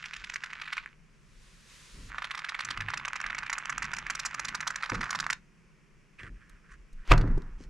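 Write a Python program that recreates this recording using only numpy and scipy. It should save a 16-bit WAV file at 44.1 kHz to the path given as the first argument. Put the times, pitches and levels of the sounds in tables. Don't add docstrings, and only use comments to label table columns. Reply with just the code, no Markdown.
import sys
import numpy as np
from scipy import signal
from scipy.fft import rfft, irfft
from scipy.io import wavfile
from scipy.ndimage import uniform_filter1d

SR = 44100
rng = np.random.default_rng(int(sys.argv[2]) if len(sys.argv) > 2 else 0)


def natural_amplitude(level_db):
    exponent = np.asarray(level_db, float) / 20
    return 10 ** exponent


def pcm_store(signal):
    levels = np.round(np.clip(np.atleast_2d(signal), -1, 1) * 32767)
    wavfile.write(sys.argv[1], SR, levels.astype(np.int16).T)


N = 339129

# (time [s], length [ms], hiss level [dB], gurgle level [dB], hiss centre [Hz])
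SPITS = [(0.0388, 8.9, -62, -42.5, 4250.0), (0.054, 10.7, -47, -41.0, 4820.0),
         (0.133, 11.2, -47.0, -40, 4700), (0.1626, 8.2, -48, -42.0, 5150),
         (0.239, 11.4, -43.5, -38.5, 4170.0), (0.2971, 6.8, -43, -39.5, 5050),
         (0.3362, 11, -42.0, -41.0, 5300), (0.3559, 11.6, -44.5, -39, 4660.0),
         (0.4347, 12.3, -44.5, -37.5, 4870), (0.4581, 6.8, -53.0, -45, 4280.0),
         (0.4984, 12, -59, -46.5, 4110.0), (0.526, 12.6, -55.5, -43.5, 5170.0),
         (0.597, 8.0, -55.0, -44.0, 4030.0), (0.613, 10.2, -44, -37.5, 4040),
         (0.6532, 8.7, -54, -50, 3780.0), (0.6728, 13, -53, -42, 3620.0), (0.724, 14.4, -39, -36, 4100),
         (0.7666, 9.6, -49, -40, 4680.0), (0.777, 9.5, -48, -33, 3810.0), (2.1808, 8, -44, -32.5, 3840),
         (2.2188, 9.3, -43.5, -35.5, 3750.0), (2.241, 7.7, -39.5, -35.5, 3840.0),
         (2.25, 5.0, -45, -43.0, 4670.0), (2.3083, 11.2, -39, -39, 4130), (2.3477, 8.1, -42, -38, 4170.0),
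         (2.3735, 10.7, -45, -37.5, 4540.0), (2.3885, 10.1, -43, -41, 4210.0),
         (2.4428, 9.8, -41.5, -35.5, 4070), (2.486, 16, -39.5, -36.5, 4430.0),
         (2.545, 9.1, -43.5, -35.0, 3940.0), (2.588, 10.6, -42, -35, 4000),
         (2.6026, 11.3, -39.5, -35.5, 4270.0), (2.6465, 9.5, -39.5, -39.5, 5830.0),
         (2.6857, 6.4, -46, -35.5, 3980.0), (2.702, 13.7, -35.5, -36.5, 4320),
         (2.773, 6.3, -46.5, -31, 4840.0), (2.8043, 9.1, -41, -35.0, 4480.0),
         (2.8182, 7.8, -51.0, -37.5, 4030.0), (2.8826, 9, -45.0, -31.5, 3500.0),
         (2.8996, 8.9, -46.0, -36, 4950), (2.9343, 12, -41, -33.0, 4410.0),
         (2.9718, 10, -41.0, -35.5, 5100), (2.9955, 5.3, -46.0, -39.0, 3560.0),
         (3.0498, 9, -43.0, -32.5, 5170), (3.0785, 9.3, -43.5, -34.0, 5460.0),
         (3.1314, 3.1, -46.5, -33, 5750.0), (3.1545, 14.2, -44, -35.5, 5390.0),
         (3.2009, 6.0, -46, -34, 4900.0), (3.2128, 5, -44.5, -36, 6250.0),
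         (3.2403, 5.7, -58, -33.5, 4080.0), (3.2622, 7.2, -41.5, -35, 4560),
         (3.2981, 11.8, -48, -33.5, 4260.0), (3.346, 8.2, -47.5, -35, 5450.0),
         (3.3807, 12, -41.0, -35, 5140), (3.4294, 9.4, -52, -36.5, 4710.0),
         (3.4613, 8.8, -49, -39.0, 4640.0), (3.4957, 10.2, -42.5, -34.0, 5500.0),
         (3.5272, 9.4, -37, -32.5, 5500.0), (3.535, 8.6, -47.0, -34.5, 4810.0),
         (3.5527, 4.5, -59, -37, 3860), (3.5815, 7.2, -40, -35, 6100), (3.6544, 5.3, -42, -34, 5860),
         (3.6931, 15, -43.5, -33.0, 6050.0), (3.724, 6.8, -53, -35, 5330.0),
         (3.7796, 4.4, -36.5, -30, 5900), (3.821, 13, -42, -32, 5400.0), (3.8407, 6.4, -46, -35, 5550.0),
         (3.848, 9.3, -46.0, -35, 5300.0), (3.9148, 4.8, -53, -39, 5210.0),
         (3.9333, 8, -40.0, -30.5, 5600.0), (3.9448, 6.8, -50.0, -39.0, 4950.0),
         (3.965, 6.4, -41.5, -35.5, 5130.0), (3.9838, 7.8, -40.5, -36.5, 5600),
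         (4.0643, 7.6, -50, -35.5, 5030.0), (4.0989, 12.6, -36.5, -33, 5760),
         (4.1491, 9.5, -37.5, -37.0, 5350), (4.1916, 13, -36.0, -38.5, 5310.0),
         (4.2316, 3.8, -54, -38, 5060.0), (4.2497, 21, -35.5, -35.0, 6100), (4.3084, 5.5, -55, -44, 5400.0),
         (4.3425, 8.7, -40.5, -34.5, 5790.0), (4.3933, 9.9, -37.5, -34, 5660),
         (4.4456, 13.2, -38.5, -36.5, 5300.0), (4.481, 13.6, -38.5, -37.0, 5100),
         (4.5457, 13.4, -37.5, -35.0, 5250), (4.6048, 9.3, -39, -36.5, 5450),
         (4.67, 15.3, -32.5, -32.5, 5000), (4.7022, 9.7, -43.0, -36.0, 5690.0),
         (4.7579, 6.1, -35.5, -33.5, 5300), (4.8237, 5.8, -43.0, -36.0, 4330.0),
         (4.831, 16.3, -43.5, -33.5, 4220.0), (4.8476, 4, -49.0, -37, 4220.0),
         (4.8582, 5.0, -42.0, -41, 4220.0), (4.8954, 9.6, -39.5, -32, 5190.0),
         (4.9154, 11, -56, -35.5, 3830.0), (4.932, 4.9, -47, -44, 4470.0), (4.9395, 21, -44.5, -34.5, 4800),
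         (5.006, 14.3, -43.0, -35, 4890.0), (5.0274, 9.9, -47, -32.0, 4370.0),
         (5.0386, 8.1, -45, -33.5, 4780.0), (5.1038, 9.9, -35, -34, 5300), (5.1274, 6.2, -43, -33, 4470.0),
         (5.147, 16, -39.5, -33.5, 4800), (5.1874, 5.2, -38, -38, 4380.0),
         (5.1983, 10.7, -33.0, -34.0, 4970), (5.2397, 6.4, -48.0, -37.5, 4710.0),
         (5.2642, 4.8, -42.0, -31.0, 4980.0), (5.2993, 12.4, -34, -30.0, 5120.0),
         (5.327, 7.2, -35, -32.5, 5060)]
# (time [s], peak level [dB], pitch [Hz])
POPS = [(0.0413, -23, 2280), (0.1343, -25.5, 2400), (0.2982, -26, 1960), (0.338, -33, 1340),
        (0.3588, -24, 1870), (0.4368, -23, 1770), (0.5318, -26.5, 1820), (0.6765, -33, 1680),
        (0.7312, -23, 1690), (0.7689, -27, 1670), (0.7793, -19.5, 2090), (0.8601, -26.5, 1800),
        (2.1014, -44, 1360), (2.1453, -26.5, 1350), (2.1827, -27.5, 1410), (2.2206, -25.5, 1430),
        (2.308, -22.5, 1940), (2.3474, -23.5, 1360), (2.4442, -28.5, 1440), (2.4869, -29, 2220),
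        (2.5453, -24, 2000), (2.7734, -28, 1380), (2.805, -22, 1780), (2.8858, -22, 2030),
        (2.9358, -22.5, 1040), (2.974, -22, 2110), (3.0502, -19, 2320), (3.079, -25, 1120),
        (3.1328, -24.5, 1720), (3.1559, -25, 1670), (3.2026, -27, 1640), (3.241, -22, 1770),
        (3.262, -23.5, 1300), (3.3293, -22.5, 1680), (3.3815, -22.5, 1910), (3.43, -27, 1600),
        (3.4967, -21, 1790), (3.5289, -19, 1650), (3.5802, -22, 1580), (3.6952, -22, 1630),
        (3.7245, -26.5, 1550), (3.7783, -26, 1570), (3.8214, -21, 1680), (3.916, -26, 1370),
        (3.933, -23, 1600), (4.0657, -26, 1570), (4.0989, -19, 1590), (4.15, -28, 1460),
        (4.1922, -25.5, 1560), (4.2499, -21.5, 1390), (4.3956, -22.5, 1450), (4.5462, -21.5, 1440),
        (4.6049, -21, 1950), (4.6696, -21.5, 1190), (4.7046, -23, 1360), (4.7577, -25, 1830),
        (4.833, -20, 1800), (4.896, -21.5, 1130), (4.9187, -25, 912), (4.9477, -25, 1440),
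        (5.033, -22.5, 1700), (5.1294, -21, 1350), (5.1486, -19.5, 1130), (5.1895, -27, 1390),
        (5.1996, -23, 1480), (5.228, -24, 1540), (5.2652, -22.5, 1600), (5.2927, -25, 1390),
        (5.3015, -15, 1820), (5.328, -23.5, 2120)]
# (time [s], flow level [dB], bubble pitch [Hz], spray centre [Hz], spray against flow [dB])
BEAD_FLOWS = [
    [(0.0, -49.5, 2290, 5100, -4.5), (0.42, -53, 2000, 5170, -4.5), (0.6, -48.5, 2000, 3900, -10),
     (0.8, -45.5, 2140, 4000, -9), (0.95, -69, 1840, 4000, -15)],
    [(2.09, -49.5, 1500, 3650, -4.5), (2.5, -46.5, 1790, 4200, -11.5), (3.1, -45.5, 1750, 5520, -20.5),
     (4.2, -45, 1730, 5500, -16), (4.72, -46.5, 1660, 5180, -12), (4.82, -44, 1570, 4500, -8),
     (5.12, -46, 1500, 4770, -7), (5.33, -51, 1630, 5070, -7), (5.4, -79, 1870, 5100, -10)],
]
# (frequency [Hz], density [dB per Hz])
SPATTER_COLOUR = [(300, -46), (700, -26), (1500, 19), (3000, -4.5), (5000, -9), (7300, -5.5), (8300, -18.5),
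                  (12900, -27), (15500, -43)]
# (frequency [Hz], density [dB per Hz])
JET_COLOUR = [(1500, -30), (3000, 0), (4500, -6.5), (7500, 2), (9000, -1.5), (12000, -14.5), (15500, -29)]
# (frequency [Hz], gain [dB])
NOZZLE_GAIN = [(200, -37), (450, -8.5), (750, -7), (1100, -1), (1800, 0.5), (2600, 1), (3200, -2.5),
               (3900, -1), (9000, 0), (15000, -1.5)]
BEAD_SIDE = (0.69, 1)
TICK_DB = -33
TRAIL_DB, TRAIL_S = -16, 0.0036

# (time [s], level [dB], contact time [ms], crack level [dB], crack rise time [ms])
BLOWS = [(4.9186, -21.5, 0.89, -28.5, 1.2), (6.195, -50, .2, -65, 0.86), (6.2326, -44.5, 0.3, -43, 1.1),
         (6.495, -61, 0.087, -57.5, 1.9), (6.928, -71, 0.088, -65.5, 3), (7.076, -42, 0.16, -48, 1),
         (7.1105, -11.5, 0.54, -20, 1.6), (7.1166, -5, 2.7, -44, 1.8), (7.1164, -9.5, 0.43, -12, .6),
         (7.1194, -12.5, 0.47, -5.5, 0.74), (7.129, -28, 0.32, -22, 0.37), (7.137, -23, 0.41, -18.5, 0.53),
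         (7.1779, -27.5, 0.16, -36, 1.9), (7.2116, -34, 0.19, -43, 2.3), (7.2396, -27, 0.79, -48, 1.5),
         (7.275, -36, 0.14, -63, 3.2), (7.313, -53, 0.12, -65, 1), (7.3746, -29, 3, -32, 2.8),
         (7.378, -55, 0.12, -58, 2), (7.42, -57, 0.14, -58.5, 1.2), (7.604, -36, 3, -48.5, 2.3),
         (7.637, -56, 0.14, -57.5, 1.7)]
# (frequency [Hz], level [dB], time to fall 60 dB [s])
DECK_MODES = [(107.1, -5.5, 0.26), (147.5, -11.5, 0.42), (193.6, -7, 0.44), (239, -9, 0.15),
              (311, 0.5, 0.084), (380.7, -12.5, 0.1), (468, -7, 0.23), (644, -9, 0.02), (940, -21, 0.12),
              (1170, 9, 0.011), (1500, 8.5, 0.016), (2000, 4, 0.014), (2920, -21, 0.014), (3800, -18, .012),
              (5500, -40, .01)]
MODES_DB, BLUR_DB, BLUR_T60 = -10, -12.5, 0.14
# (start [s], landing [s], level at landing before smoothing [dB])
AIR_PUSH = (7.075, 7.112, -11)
# (time [s], level [dB], frequency [Hz], number of swings)
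BOUNCES = [(2.77, -35, 101, 14.7), (2.62, -47, 179, 14), (6.285, -40.5, 42.3, 4.2),
           (6.922, -37, 21.3, 2.43), (7.109, -10.5, 37, 1.35), (7.137, -19.5, 30.3, 2.3),
           (7.288, -19.5, 25.3, 2.6), (7.411, -35.5, 23.8, 2.4), (7.51, -36, 28, 2.05)]
GAP_OPENS_S, GAP_SHUT_S = 7.05, 7.122
RUSH_DB, RUSH_S, RUSH_POWER = -15, 0.011, 2.67

# (time [s], length [s], level [dB], first centre [Hz], last centre [Hz])
SCUFFS = [(6.179, 0.046, -47.5, 2410, 1790), (6.198, 0.11, -50, 1820, 1500),
          (6.4, 0.051, -63.5, 1610, 1710), (6.47, 0.13, -76, 1630, 1700), (6.626, 0.068, -64.5, 1500, 1500),
          (6.674, 0.098, -56.5, 1500, 1630), (6.957, 0.13, -64, 1500, 1600),
          (7.572, 0.1, -64.5, 5500, 5930), (6.267, 0.4, -67.5, 1740, 1610), (6.705, 0.046, -66, 6100, 6600)]
# (frequency [Hz], density [dB per Hz])
SCUFF_COLOUR = [(240, -34.5), (400, -27.5), (867, -39), (1020, -4), (1500, -2.5), (1820, -1.5), (3050, -8),
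                (3550, -15), (9370, -19.5), (15000, -68)]
# (frequency [Hz], density [dB per Hz])
RATTLE_COLOUR = [(150, -31.5), (250, -9), (314, -13), (629, -26), (928, -13), (1720, -14.5), (3340, -40),
                 (6380, -46), (12000, -82), (15600, -102), (22000, -120)]
RATTLE_S, CLATTER_DB, CLATTER_T60, RATTLE_DB, RATTLE_T60 = 7.126, -20, 0.06, -39.5, 0.98

# (time [s], time scale [s], sway level [dB], joist hum level [dB], hum centre [Hz])
STEPS = [(0.145, 0.17, -55, -67, 100), (1.22, 0.77, -60, -75, 110), (1.916, 0.31, -44.5, -51.5, 100),
         (2.59, 0.66, -52, -52.5, 117), (3.186, 0.47, -55.5, -58, 117), (3.63, 0.81, -52.5, -55, 140),
         (4.296, 0.67, -66, -56.5, 147), (4.904, 0.21, -44, -41, 121), (5.094, 0.36, -61, -55, 150),
         (6.2, 0.23, -51, -51.5, 110), (6.498, .15, -53, -74, 95), (6.704, 0.18, -48.5, -75, 96),
         (7.12, .35, -30, -30, 110), (7.56, 0.34, -46, -54, 105)]
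STEP_RISE = 0.28
IDLE_SWAY_DB, IDLE_HUM_DB = -72, -75.5

# (time [s], level [dB])
SWELL = [(0.9, -86), (0.956, -91), (1.446, -67.5), (1.64, -67), (1.72, -60.5), (2.1, -61.5), (2.105, -74)]
SWELL_BOOST_DB = 5.0
# (frequency [Hz], density [dB per Hz])
SWELL_COLOUR = [(290, -23), (500, -4), (577, -7.5), (737, -15), (1030, -1), (1990, 1.5), (6740, -2.5),
                (10700, -10.5), (13800, -30), (15500, -27)]
# (frequency [Hz], width [Hz], level [dB])
HUM = [(127, 6, -76.5), (156, 13.6, -70)]
# (frequency [Hz], density [dB per Hz])
NIGHT_COLOUR = [(12, -26.5), (20, 0.5), (60, -8), (76, -37), (139, -10), (214, -11), (252, -23), (390, -19),
                (424, -22), (793, -34), (1010, -26.5), (2490, -25), (3850, -41.5), (5640, -35),
                (11000, -48.5), (15500, -78)]
NIGHT_DB = -61

# (frequency [Hz], left-right likeness [0 to 1])
LIKENESS = [(60, 0.29), (640, 0.63), (1400, 0.68), (7000, 0.72), (15000, .4)]
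# (frequency [Hz], left leads by [radians])
PORT_PHASE = [(20, 0), (1000, -.2), (3000, -.55), (5000, -.45), (8000, -.7), (11000, -1), (12500, -2),
              (15000, -3)]
# (frequency [Hz], left minus right [dB])
PORT_DB = [(60, -1), (380, -2.5), (1300, -3.5), (2400, -3.5), (4400, -2), (8000, -.5), (15000, 0)]


def pop(hz, cycles):
    turns = np.arange(400) * hz / SR
    ring = -np.sin(2 * np.pi * turns) * turns ** 2 * np.exp(-turns / cycles)
    return ring / abs(ring).max()


def bubble_crackle(centre_hz):
    fizz, gurgle, bursts = np.zeros((3, N))
    clumps = natural_amplitude(1.5 * evened(uniform_filter1d(rng.standard_normal(N), size=500)))
    for hz in np.geomspace(900, 3600, 14):
        common = np.exp(-(np.log(hz / centre_hz) / 0.49) ** 2)
        burst = common * clumps * grit(100, 4.0)
        bursts += burst
        fizz += signal.oaconvolve(burst, pop(hz, 0.36))[:N]
        gurgle += signal.oaconvolve(common * grit(200, 1.54), pop(hz, 0.48))[:N]
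    return fizz, gurgle, bursts


def foam_spray(bursts, centre_hz):
    spray = coloured(evened(bursts) + 0.42 * rng.standard_normal(N), SPATTER_COLOUR)
    return evened(0.68 * spray + resonate(spray, centre_hz, 1440))


def add_spits(out, jet, gurgle):
    tail = np.exp(-np.arange(1500) / (TRAIL_S * SR))
    for s, ms, hiss_db, gurgle_db, hz in SPITS:
        at, size = round(s * SR), round(ms * SR / 1000)
        u = np.linspace(0, 1, size)
        gas = jet[at:at + size]
        hiss = band(gas, 0.67 * hz, 1.215 * hz) + 0.43 * (hz / 5000) ** 1.7 * gas
        puff = hiss * evened(np.sin(np.pi * u ** 1.2) ** 0.94)
        wet = evened(gurgle[at:at + size]) * evened(np.minimum(u / 0.3, 1) * (1 - u) ** 0.34)
        add(out, s, natural_amplitude(hiss_db) * puff + natural_amplitude(gurgle_db) * wet)
        add(out, s + size / SR, natural_amplitude(hiss_db + TRAIL_DB) * tail * jet[at:at + 1500])


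def add_pops(out, jet):
    for s, db, hz in POPS:
        add(out, s, natural_amplitude(db) * pop(hz, 0.45))
        add(out, s, natural_amplitude(db + TICK_DB) * np.hanning(90) * jet[round(s * SR):][:90])


def glue_gun():
    both_beads = BEAD_FLOWS[0] + BEAD_FLOWS[1]
    fizz, gurgle, bursts = bubble_crackle(follow(both_beads, column=2))
    jet = coloured(grit(9000, 1.5), JET_COLOUR)
    flow = sum(level(rows) for rows in BEAD_FLOWS)
    spray = foam_spray(bursts, follow(both_beads, column=3))
    out = flow * evened(fizz)
    out += flow * natural_amplitude(follow(both_beads, column=4)) * spray
    add_spits(out, jet, gurgle)
    add_pops(out, jet)
    return out.std() * coloured(out, NOZZLE_GAIN)


def wood_blows():
    t = np.arange(SR // 2) / SR
    modes = np.zeros(len(t))
    for k, (hz, db, t60) in enumerate(DECK_MODES):
        modes += (-1) ** k * natural_amplitude(db - 60 * t / t60) * np.sin(2 * np.pi * hz * t)
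    blur = natural_amplitude(BLUR_DB - 60 * t / BLUR_T60) * band(rng.standard_normal(len(t)), 100, 900)
    out = np.zeros(N)
    for s, db, ms, crack_db, crack_ms in BLOWS:
        force = np.hanning(round(ms * SR / 1000) + 3)
        force = force / force.sum()
        add(out, s, natural_amplitude(db + MODES_DB) * signal.oaconvolve(modes, force))
        add(out, s, natural_amplitude(db) * signal.oaconvolve(blur, force))
        u = t[:900] * 1000 / crack_ms
        top_hz = np.clip(900 / ms, 400, 9000)
        crack = band(rng.standard_normal(900), 0.37 * top_hz, top_hz)
        add(out, s - 0.0005, natural_amplitude(crack_db) * u * np.exp(1 - u) * crack)
    return out


def falling_sheet():
    t = np.arange(N) / SR
    start, landing, db = AIR_PUSH
    u = (t - start) / (landing - start)
    swing = -natural_amplitude(db) * np.clip(u, 0, 1) ** 2.4 * (u < 1)
    for s, db, hz, swings in BOUNCES:
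        turns = np.arange(0, swings, hz / SR)
        add(swing, s, natural_amplitude(db) * np.sin(2 * np.pi * turns) * signal.windows.tukey(len(turns), 0.35))
    left_s = GAP_SHUT_S - t
    gap_open = (left_s > 0) * (left_s < GAP_SHUT_S - GAP_OPENS_S)
    rush = natural_amplitude(RUSH_DB) * (1 + abs(left_s) / RUSH_S) ** -RUSH_POWER * gap_open
    return uniform_filter1d(swing, 300) + rush * band(rng.standard_normal(N), 600, 2900)


def scuffs():
    out, friction = np.zeros(N), coloured(grit(2000, 2.9), SCUFF_COLOUR)
    for s, length, db, first_hz, last_hz in SCUFFS:
        rub = friction[round(s * SR):][:round(length * SR)]
        focus = resonate(rub, np.linspace(first_hz, last_hz, len(rub)), 0.28 * first_hz)
        add(out, s, natural_amplitude(db) * (focus + 0.23 * rub) * signal.windows.tukey(len(rub), 0.8))
    return out


def rattle():
    t = np.maximum(np.arange(N) / SR - RATTLE_S, 0)
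    decay = natural_amplitude(CLATTER_DB - 60 * t / CLATTER_T60) + natural_amplitude(RATTLE_DB - 60 * t / RATTLE_T60)
    return (t > 0) * decay * coloured(grit(4600, 1.1), RATTLE_COLOUR)


def deck_steps():
    sway, joist_hum = np.full(N, natural_amplitude(IDLE_SWAY_DB)), np.full(N, natural_amplitude(IDLE_HUM_DB))
    for s, length, sway_db, hum_db, hz in STEPS:
        u = np.arange(0, 2, 1 / (length * SR))
        load = u / STEP_RISE * np.exp(1 - u / STEP_RISE)
        add(sway, s, natural_amplitude(sway_db) * load ** 2)
        add(joist_hum, s, natural_amplitude(hum_db) * load ** 2)
    low = band(band(rng.standard_normal(N), 17.5, 50.6), 23.4, 55)
    centre_hz = uniform_filter1d(follow(STEPS, column=4), 2000)
    return sway * low + joist_hum * resonate(band(rng.standard_normal(N), 70, 395), centre_hz, 69)


def yard_echoes(x):
    slots = np.arange(130, 9000, 22)
    at = slots + rng.integers(0, 22, (2, len(slots)))
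    taps = np.zeros((2, 9100))
    echo = rng.choice([-1., 1.], at.shape) * natural_amplitude(-60 * at / SR / 0.14)
    np.put_along_axis(taps, at, echo, 1)
    dull = signal.lfilter([0.3], [1, -0.7], x)
    return signal.oaconvolve(dull[None], taps / np.linalg.norm(taps[0]), axes=1)[:, :N]


def swelling_hiss():
    return level(SWELL) * natural_amplitude(SWELL_BOOST_DB) * diffuse(SWELL_COLOUR)


def night_hum():
    return sum(natural_amplitude(db) * resonate(rng.standard_normal(N), np.full(N, hz), width) for hz, width, db in HUM)


def night_air():
    return natural_amplitude(NIGHT_DB) * diffuse(NIGHT_COLOUR)


def diffuse(points):
    left, other = rng.standard_normal((2, N))
    same = np.clip(read(LIKENESS, np.fft.rfftfreq(N, 1 / SR)), 0, 1)
    right = irfft(same * rfft(left) + np.sqrt(1 - same ** 2) * rfft(other), N)
    return np.array([coloured(left, points), coloured(right, points)])


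def placed(x, share):
    hz = np.fft.rfftfreq(N, 1 / SR)
    turn = natural_amplitude(share * read(PORT_DB, hz) / 2) * np.exp(0.5j * share * read(PORT_PHASE, hz))
    return irfft(rfft(x) * np.array([turn, 1 / turn]), N)


def grit(per_s, spread_db):
    size = natural_amplitude(spread_db * np.minimum(rng.exponential(1, N), 4))
    return size * (rng.random(N) < per_s / SR) * rng.choice([-1., 1.], N)


def coloured(x, points):
    gain_db = np.maximum(read(points, abs(np.fft.fftfreq(8192, 1 / SR))), -100)
    log_gain = np.log(natural_amplitude(gain_db))
    taps = np.fft.ifft(np.exp(np.conj(signal.hilbert(log_gain)))).real[:4096]
    return evened(signal.oaconvolve(x, taps)[:len(x)])


def band(x, lo_hz, hi_hz):
    return evened(signal.sosfilt(signal.butter(2, [lo_hz, hi_hz], "band", fs=SR, output="sos"), x))


def resonate(x, hz, width):
    turn, r = np.exp(2j * np.pi * np.cumsum(hz) / SR), np.exp(-np.pi * width / SR)
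    return evened((turn * signal.lfilter([1 - r], [1, -r], x / turn)).real)


def evened(x):
    return x / np.sqrt(np.mean(x ** 2) + 1e-20)


def read(points, hz):
    f, value = np.transpose(points)
    return np.interp(np.log(hz + 1), np.log(f + 1), value)


def follow(rows, column):
    rows = np.asarray(rows)
    return np.interp(np.arange(N) / SR, rows[:, 0], rows[:, column])


def level(rows):
    rows = np.asarray(rows)
    db = np.interp(np.arange(N) / SR, rows[:, 0], rows[:, 1], -140, -140)
    return uniform_filter1d(natural_amplitude(db), size=100)


def add(mix, s, sound):
    part = mix[round(s * SR):][:len(sound)]
    part += sound[:len(part)]


def scene():
    nozzle, slam = glue_gun(), wood_blows()
    echoes = natural_amplitude(-11) * yard_echoes(nozzle) + natural_amplitude(-9.0) * yard_echoes(slam)
    echoes = echoes + 0.27 * echoes[::-1]
    first_bead = np.arange(N) < 1.5 * SR
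    near = placed(nozzle * first_bead, BEAD_SIDE[0]) + placed(nozzle * ~first_bead, BEAD_SIDE[1])
    near += placed(slam + falling_sheet() + deck_steps() + night_hum(), 0.15)
    near += placed(scuffs() + rattle(), 0.94)
    return near + echoes + swelling_hiss() + night_air()


def roll_off(x):
    return signal.sosfilt(signal.butter(12, 15680, fs=SR, output="sos"), x)


def record(dry):
    rounded = 1.2 * np.tanh(dry / 1.2)
    edge = signal.firwin(255, 15600, window=("kaiser", 8), fs=SR)
    mix = signal.oaconvolve(rounded, edge[None], "same", axes=1)
    return roll_off(mix)


dry = scene()
out = record(dry)
pcm_store(out)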